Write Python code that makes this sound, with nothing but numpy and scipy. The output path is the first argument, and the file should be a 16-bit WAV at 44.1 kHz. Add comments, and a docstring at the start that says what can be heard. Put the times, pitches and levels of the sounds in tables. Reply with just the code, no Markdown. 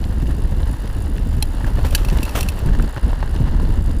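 """A bicycle coasts down a gravel track: its tyres crunch and pop over stones and its freewheel ticks.
On a rough stretch midway two stones strike the bike and make it ring, the chain rattles against
the frame and a tyre ploughs through loose gravel. Pebbles click together now and then.
It is all heard from a camera on the rider's chest, jolted by bumps and buffeted by the wind."""
import sys
import numpy as np
from scipy import signal
from scipy.fft import rfft, irfft
from scipy.io import wavfile
from scipy.ndimage import uniform_filter1d

SR = 44100
rng = np.random.default_rng(int(sys.argv[2]) if len(sys.argv) > 2 else 0)


def materialize(psi):
    """Save the field psi as 16-bit PCM at rate SR to the path in sys.argv[1].

    A 1-D psi becomes a single channel; in a 2-D psi each row is a channel.
    """
    bounded = np.clip(np.atleast_2d(psi).T, -1, 1)
    quanta = np.round(bounded * 32767).astype(np.int16)
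    wavfile.write(sys.argv[1], SR, quanta)


N = 176400
TIME = np.arange(N) / SR


# How loud the rolling tyres are: t/s, level/dB
CRUNCH_LEVEL = [(0.0, -40), (0.37, -42), (0.82, -39.5), (1.28, -42), (1.68, -38), (1.83, -37.5),
                (2.29, -34.5), (2.46, -37), (3.27, -38.5), (3.58, -38.5), (3.81, -40), (4.0, -41)]
# Tone of the crunch, from low to high: f/Hz, level/dB
CRUNCH_TONE = [(150, -3), (320, 0), (480, 0), (570, 2.5), (690, -2), (900, 1.5), (1220, -5.5), (1450, -4),
               (1800, -3.5), (2150, -12), (2400, -19), (2850, -7.5), (3300, -15.5), (4500, -15.5),
               (5500, -23), (15000, -35)]
def tyre_crunch():
    """Gravel grinds under the tyres: many tiny clicks over a hiss, with a fluttering level."""
    clicks = amp(-1.5) * gravel(per_kind_per_s=50, t60=0.011, size=N)
    hiss = amp(-3) * rng.standard_normal(N)
    level_db = curve(CRUNCH_LEVEL) + 1.33 * drift(hz=36)
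    return colour((clicks + hiss) * amp(level_db), CRUNCH_TONE)


# Stones popping out from under the tyres: t/s, level/dB, f/Hz
STONE_POPS = [(0.603,-22,620),(1.181,-28,1800),(1.608,-23,880),(1.645,-20,1670),(1.678,-24,530),(1.7844,-19,585),(1.79,-15,630),(1.847,-21,895),(2.048,-22,900),(2.356,-15,680),(2.689,-26.5,1610),(2.798,-18,1400),(2.964,-20,1480),(3.1312,-18.5,1000),(3.228,-14.5,890),(3.547,-25,1000),(3.599,-20.5,970)]
# Tone of a pop: f/Hz, level/dB
POP_TONE = [(150, 11), (350, 3.5), (570, 5.5), (700, -3), (920, 0.5), (1250, -4.5), (1650, 0.5),
            (2300, -14), (2900, -11), (5000, -22), (15000, -42)]
def stone_pops():
    """A stone squirts from under the tread: one crack into the tyre, a brief note, then crumbs."""
    force = amp(-7.5) * knocks(STONE_POPS, t60=0.037, rise_s=0.00073)  # the crumbs
    notes = np.zeros(N)
    t, note_t60 = TIME[:4000], 0.013
    for s, db, hz in STONE_POPS:
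        add(force, s, amp([db + 6]))  # the crack, one sample long
        add(notes, s, amp(db - 60 * t / note_t60) * np.sin(2 * np.pi * hz * t))
    return colour(force, POP_TONE) + notes


# A tyre ploughing through loose gravel: t/s, time to fade by 6.5 dB/s, level/dB
GRAVEL_SCRAPES = [(1.659, 0.046, -39.5), (1.845, 0.03, -29.5), (1.92, 0.031, -31.5), (1.974, 0.036, -34),
                  (2.121, 0.027, -34.5), (2.349, 0.044, -22)]
# Tone of a scrape: f/Hz, level/dB
SCRAPE_TONE = [(150, 0), (550, 4.5), (1300, 2.5), (2100, -4), (2800, -2), (4500, -10), (8000, -13.5),
               (15000, -12.5)]
def gravel_scrapes():
    """Loose gravel gives way in short, dense bursts of clicks."""
    out = np.zeros(N)
    t, rise_s = TIME[:SR // 4], 0.0044
    for s, fade_s, db in GRAVEL_SCRAPES:
        shape = np.minimum(t / rise_s, 1) * amp(db - 6.5 * (t / fade_s) ** 2)
        add(out, s, shape * gravel(per_kind_per_s=300, t60=0.0091, size=len(t)))
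    return colour(out, SCRAPE_TONE)


# How fast the freewheel's teeth pass: t/s, f/Hz
TOOTH_RATE = [(0.0, 52.95), (0.3, 55.01), (0.9, 54.86), (1.3, 50.61), (1.42, 57.12), (1.52, 65.46),
              (1.75, 53.29), (2.3, 54.38), (2.7, 50.61), (2.9, 60.76), (3.15, 54.33), (3.4, 62.32),
              (3.55, 54.7), (3.75, 59.76), (4.0, 53.48)]
# Pitches at which the wheel's hub rings: f/Hz, width/Hz, level/dB
HUB_RESONANCES = [(2830, 140, 2), (3650, 170, 1.5), (4870, 100, 4.5), (7050, 180, -0.5), (7630, 320, -5.5),
                  (8130, 94, 0), (9820, 140, 2), (9910, 92, 8.5), (10900, 120, -7), (14000, 310, -6)]
def freewheel():
    """Two small catches drop off each tooth, one just after the other, and ring the hub."""
    teeth_passed = np.floor(np.cumsum(curve(TOOTH_RATE)) / SR + .28)  # starts partway along a tooth
    jitter_s, spread_db = .0005, 2
    ticks = np.zeros(N)
    for s in TIME[1:][np.diff(teeth_passed) > 0]:
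        late, force = rng.standard_normal(2)
        for lag_s, db in ((0, -41.5), (0.0033, -44)):  # the two catches
            tick = chatter(t60=.017, rise_s=0.00028)
            add(ticks, s + lag_s + jitter_s * late, tick * amp(db + spread_db * force))
    swell = amp(0.95 * drift(hz=5))
    return body(ticks, HUB_RESONANCES, direct_db=-6) * swell


# Chain and cables slapping the frame: t/s, level/dB, tube's ring relative to the slap/dB
CHAIN_SLAPS = [(0.713,-36,-15),(1.755,-32,-15),(1.866,-29,-1),(1.908,-25.5,-10),(2.049,-21.5,-5),(2.086,-25,4),(2.172,-25,-15),(2.230,-17.5,-1),(2.2335,-24,-6),(2.252,-22,-10),(2.293,-25,0),(2.390,-21.5,-5),(2.4077,-12.5,-12),(2.429,-18,-3),(2.4868,-14.5,-6),(2.59,-27.5,-9),(2.661,-29,-10),(2.823,-27.5,-12)]
# Pitches at which the chain and frame ring: f/Hz, width/Hz, level/dB
CHAIN_RESONANCES = [(2670, 130, 8.5), (3280, 550, -2), (4330, 490, -1), (5650, 140, 2.5), (7530, 140, -1),
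                    (9320, 200, -2.5), (9980, 190, 5), (13600, 220, -6), (14400, 220, -7)]
# Notes of the frame tube beside the chain: f/Hz, level/dB, time to fade by 60 dB/s
TUBE_NOTES = [(2657, -2.5, .045), (5600, -10, .028)]
def chain_rattle():
    """Each slap is a bright snap and rings the tube, at a pitch that varies with where it lands."""
    slaps = knocks(CHAIN_SLAPS, t60=0.026, rise_s=0.00047)
    out = body(slaps, CHAIN_RESONANCES, direct_db=-0.5)
    detune = .014
    for s, db, ring_db in CHAIN_SLAPS:
        notes = [(hz * (1 + detune * rng.standard_normal()), level, t60) for hz, level, t60 in TUBE_NOTES]
        add(out, s, amp(db + ring_db) * ring(notes))
    return amp(-3.5) * out


# Notes of the wheel rim and of the frame: f/Hz, level/dB, time to fade by 60 dB/s
RIM_NOTES = [(843, -7, 0.043), (3215, -5, 0.029), (4140, 5, 0.019), (5150, -4, .016), (8800, -5, 0.016),
             (9600, 0, 0.0087), (10170, 1, 0.011), (11040, -1, 0.02)]
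FRAME_NOTES = [(1645, 2.5, 0.03), (2610, -11, 0.037), (2940, 1, 0.028), (3960, -2, 0.02),
               (4550, 4.5, 0.028), (5920, -6, 0.028), (6130, -1.5, .02), (10100, -1, 0.024),
               (10400, -1, 0.016), (12850, -8.5, 0.055), (13200, -14, .055), (13400, -10, .035)]
def stone_strike(s, notes, level_db, snap_t60):
    """A flung stone cracks against metal, sets it ringing and bounces once."""
    out = np.zeros(N)
    rise_s = 0.0003
    ringing = ring(notes)
    add(out, s, ringing * np.minimum(TIME[:len(ringing)] / rise_s, 1))
    for lag_s, db in ((0, 2), (.0028, -1)):  # the hit and the bounce
        snap = body(chatter(snap_t60, rise_s), CHAIN_RESONANCES, direct_db=4)
        add(out, s + lag_s, amp(db) * snap)
    return amp(level_db) * out


# How loud the spray of small stones is: t/s, level/dB
GRIT_LEVEL = [(0, -55), (1.45, -55), (1.7, -55), (1.92, -47), (2.15, -46), (2.32, -44), (2.44, -42),
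              (2.54, -48), (2.9, -70), (4, -76)]
def grit_spray():
    """Small stones patter brightly on the chain and frame, most where the track is rough."""
    grit = gravel(per_kind_per_s=40, t60=0.018, size=N)
    return body(grit * amp(curve(GRIT_LEVEL)), CHAIN_RESONANCES, direct_db=-0.5)


# Pebbles hitting each other: t/s, level/dB
PEBBLE_HITS = [(0.0408,-25),(0.2688,-29.5),(0.6305,-28),(0.8749,-28),(1.1643,-28.5),(1.182,-28),(1.979,-23),(2.100,-17),(2.186,-20),(2.357,-19),(3.362,-26.5)]
# Tone of a pebble's click: f/Hz, level/dB
PEBBLE_TONE = [(800, -14), (2300, -4), (2850, 5), (4400, -2.5), (5500, -7), (9000, -22), (15000, -33)]
def pebble_clicks():
    """Pebbles knock together with short, high clicks."""
    return amp(-3.5) * colour(knocks(PEBBLE_HITS, t60=0.014, rise_s=0.00037), PEBBLE_TONE)


# Bumps in the track: t/s, level/dB
JOLTS = [(0.222,-11.5),(0.283,-15),(0.477,-20),(0.962,-16.5),(1.161,-18),(1.332,-15),(1.38,-13.5),(1.638,-16.5),(2.061,-14.5),(2.18,-20),(2.411,-18),(2.655,-13),(2.812,-15),(2.85,-16),(2.964,-16.5),(3.4,-9),(3.624,-10.5),(3.688,-15.5)]
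# Tone of a thud: f/Hz, level/dB
THUD_TONE = [(35, -10), (75, 0.5), (125, 1.5), (185, -7.5), (280, -8), (400, -18), (1000, -52.5)]
def bump_thuds():
    """Each bump jolts the rider and camera with a low thud."""
    return amp(-1) * colour(knocks(JOLTS, t60=0.091, rise_s=0.0034), THUD_TONE)


# How loud the wind is: t/s, rumble level/dB, buffet level/dB
WIND_LEVELS = [(0,-20.5,-28.5),(.45,-17,-29),(.7,-17,-28.5),(.77,-24.5,-33.5),(.92,-21,-33.5),(1.08,-19.5,-28.5),(1.35,-17.5,-30.5),(1.56,-20.5,-32),(1.75,-16,-28.5),(2.03,-16,-30.5),(2.19,-15,-22),(2.26,-23.5,-35),(2.5,-18,-28),(2.58,-25.5,-36.5),(2.63,-15,-25),(2.76,-12.5,-25),(2.86,-17,-24),(2.9,-25,-42),(2.94,-29,-50),(3.01,-26,-44),(3.05,-13,-24.5),(3.19,-20.5,-34),(3.53,-14.5,-26),(4,-17,-29)]
# Tones of the rumble and of the buffets: f/Hz, level/dB
RUMBLE_TONE = [(10, -18.5), (22, -5), (35, 2.5), (50, -4.5), (72, -5), (100, -16), (160, -29.5),
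               (400, -74.5)]
BUFFET_TONE = [(50, -15), (90, -2), (120, -1.5), (180, -6), (260, -8), (400, -18), (700, -28.5),
               (2000, -67)]
def wind():
    """Air hits the microphone: a deep, lumpy rumble with quick buffets above it."""
    rumble = steady(colour(rng.standard_normal(N), RUMBLE_TONE), span_s=0.092)
    rush = colour(rng.standard_normal(N), BUFFET_TONE)
    buffets = steady(rush * amp(3.5 * drift(hz=41.4)), span_s=.12)
    return rumble * amp(curve(WIND_LEVELS) + 1) + buffets * amp(curve(WIND_LEVELS, column=2) + 1.5)


def gravel(per_kind_per_s, t60, size, kinds=12):
    """Several kinds of stone, each with its own brief sound, click at random."""
    out = np.zeros(size)
    for _ in range(kinds):
        hits = grains(per_kind_per_s, size)
        out += signal.fftconvolve(hits, chatter(t60, rise_s=.0001))[:size]
    return unit(out)


def grains(per_s, size, spread_db=3):
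    """Random clicks, mostly small, a few large."""
    strength = amp(spread_db * np.minimum(rng.exponential(1, size), 4))
    sign = rng.choice([-1., 1.], size)
    return unit(strength * sign * (rng.random(size) < per_s / SR))


def knocks(rows, t60, rise_s):
    """One short, rough knock for each row's time and level."""
    out = np.zeros(N)
    for s, db, *_ in rows:
        add(out, s, amp(db) * chatter(t60, rise_s))
    return out


def chatter(t60, rise_s, size=4000):
    """A flurry of tiny contacts: noise that fades by 60 dB in t60 seconds."""
    t = TIME[:size]
    noise = steady(rng.standard_normal(size), span_s=0.00078)
    return noise * np.minimum(t / rise_s, 1) * amp(-60 * t / t60)


def ring(notes, size=4000):
    """Struck metal: fading pure notes that start a little differently with each blow."""
    t = TIME[:size]
    return sum(amp(db - 60 * t / t60) * np.sin(2 * np.pi * (hz * t + rng.random()))
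               for hz, db, t60 in notes)


def body(x, resonances, direct_db, size=2048):
    """Passes a sound through a metal part, giving its ring plus a bright, direct snap."""
    t = TIME[:size]
    ringing = sum(amp(db) * width * np.exp(-np.pi * width * t) * np.cos(2 * np.pi * hz * t)
                  for hz, width, db in resonances)
    snap = signal.lfilter(*signal.butter(2, 2500, "high", fs=SR), signal.unit_impulse(size))
    response = unit(ringing) + amp(direct_db) * unit(snap)
    return signal.fftconvolve(x, response / np.linalg.norm(response))[:len(x)]


def colour(x, tone, size=8192):
    """Shapes the lows and highs of a sound to follow a tone table."""
    hz, db = np.transpose(tone)
    log_hz = np.log(abs(np.fft.fftfreq(size, 1 / SR)) + 1)
    log_gain = np.log(amp(np.interp(log_hz, np.log(hz), db)))
    spectrum = np.exp(np.conj(signal.hilbert(log_gain)))  # so nothing sounds ahead of a hit
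    response = np.fft.ifft(spectrum).real[:size // 2]
    return signal.fftconvolve(x, response / np.linalg.norm(response))[:len(x)]


def drift(hz):
    """A random wobble of typical size 1, up to about the given rate."""
    keep_slow = np.exp(-(np.fft.rfftfreq(N, 1 / SR) / hz) ** 2)
    return unit(irfft(rfft(rng.standard_normal(N)) * keep_slow, N))


def steady(x, span_s):
    """Evens out the level over the given span."""
    power = uniform_filter1d(x ** 2, int(span_s * SR) + 1)
    return x / np.sqrt(abs(power) + 1e-12)


def curve(rows, column=1):
    """Joins a table's points with straight lines, giving a value at every sample."""
    rows = np.array(rows)
    return np.interp(TIME, rows[:, 0], rows[:, column])


def add(mix, s, sound):
    """Mixes a sound in at s seconds."""
    part = mix[max(round(s * SR), 0):][:len(sound)]
    part += sound[:len(part)]


def amp(db):
    """Turns decibels into a number to multiply by."""
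    return 10 ** (np.asarray(db) / 20)


def unit(x):
    """Scales a signal to a typical size (rms) of 1."""
    return x / np.sqrt(np.mean(x ** 2) + 1e-20)


def scene():
    """The bicycle, the stones, the bumps and the wind, mixed into one channel."""
    bicycle = tyre_crunch() + stone_pops() + gravel_scrapes() + freewheel() + chain_rattle()
    rim_hit = stone_strike(1.4252, RIM_NOTES, level_db=-16.0, snap_t60=0.013)
    frame_hit = stone_strike(1.9496, FRAME_NOTES, level_db=-17.0, snap_t60=0.039)
    stones = rim_hit + frame_hit + grit_spray() + pebble_clicks()
    return (bicycle + stones + bump_thuds() + wind())[None]


def record(dry, cutoff_hz=15350):
    """The camera cuts off the very highest treble."""
    low_pass = signal.firwin(161, cutoff_hz, window=("kaiser", 7), fs=SR)
    return signal.oaconvolve(dry, low_pass[None], "same")


dry = scene()
out = record(dry)
materialize(out)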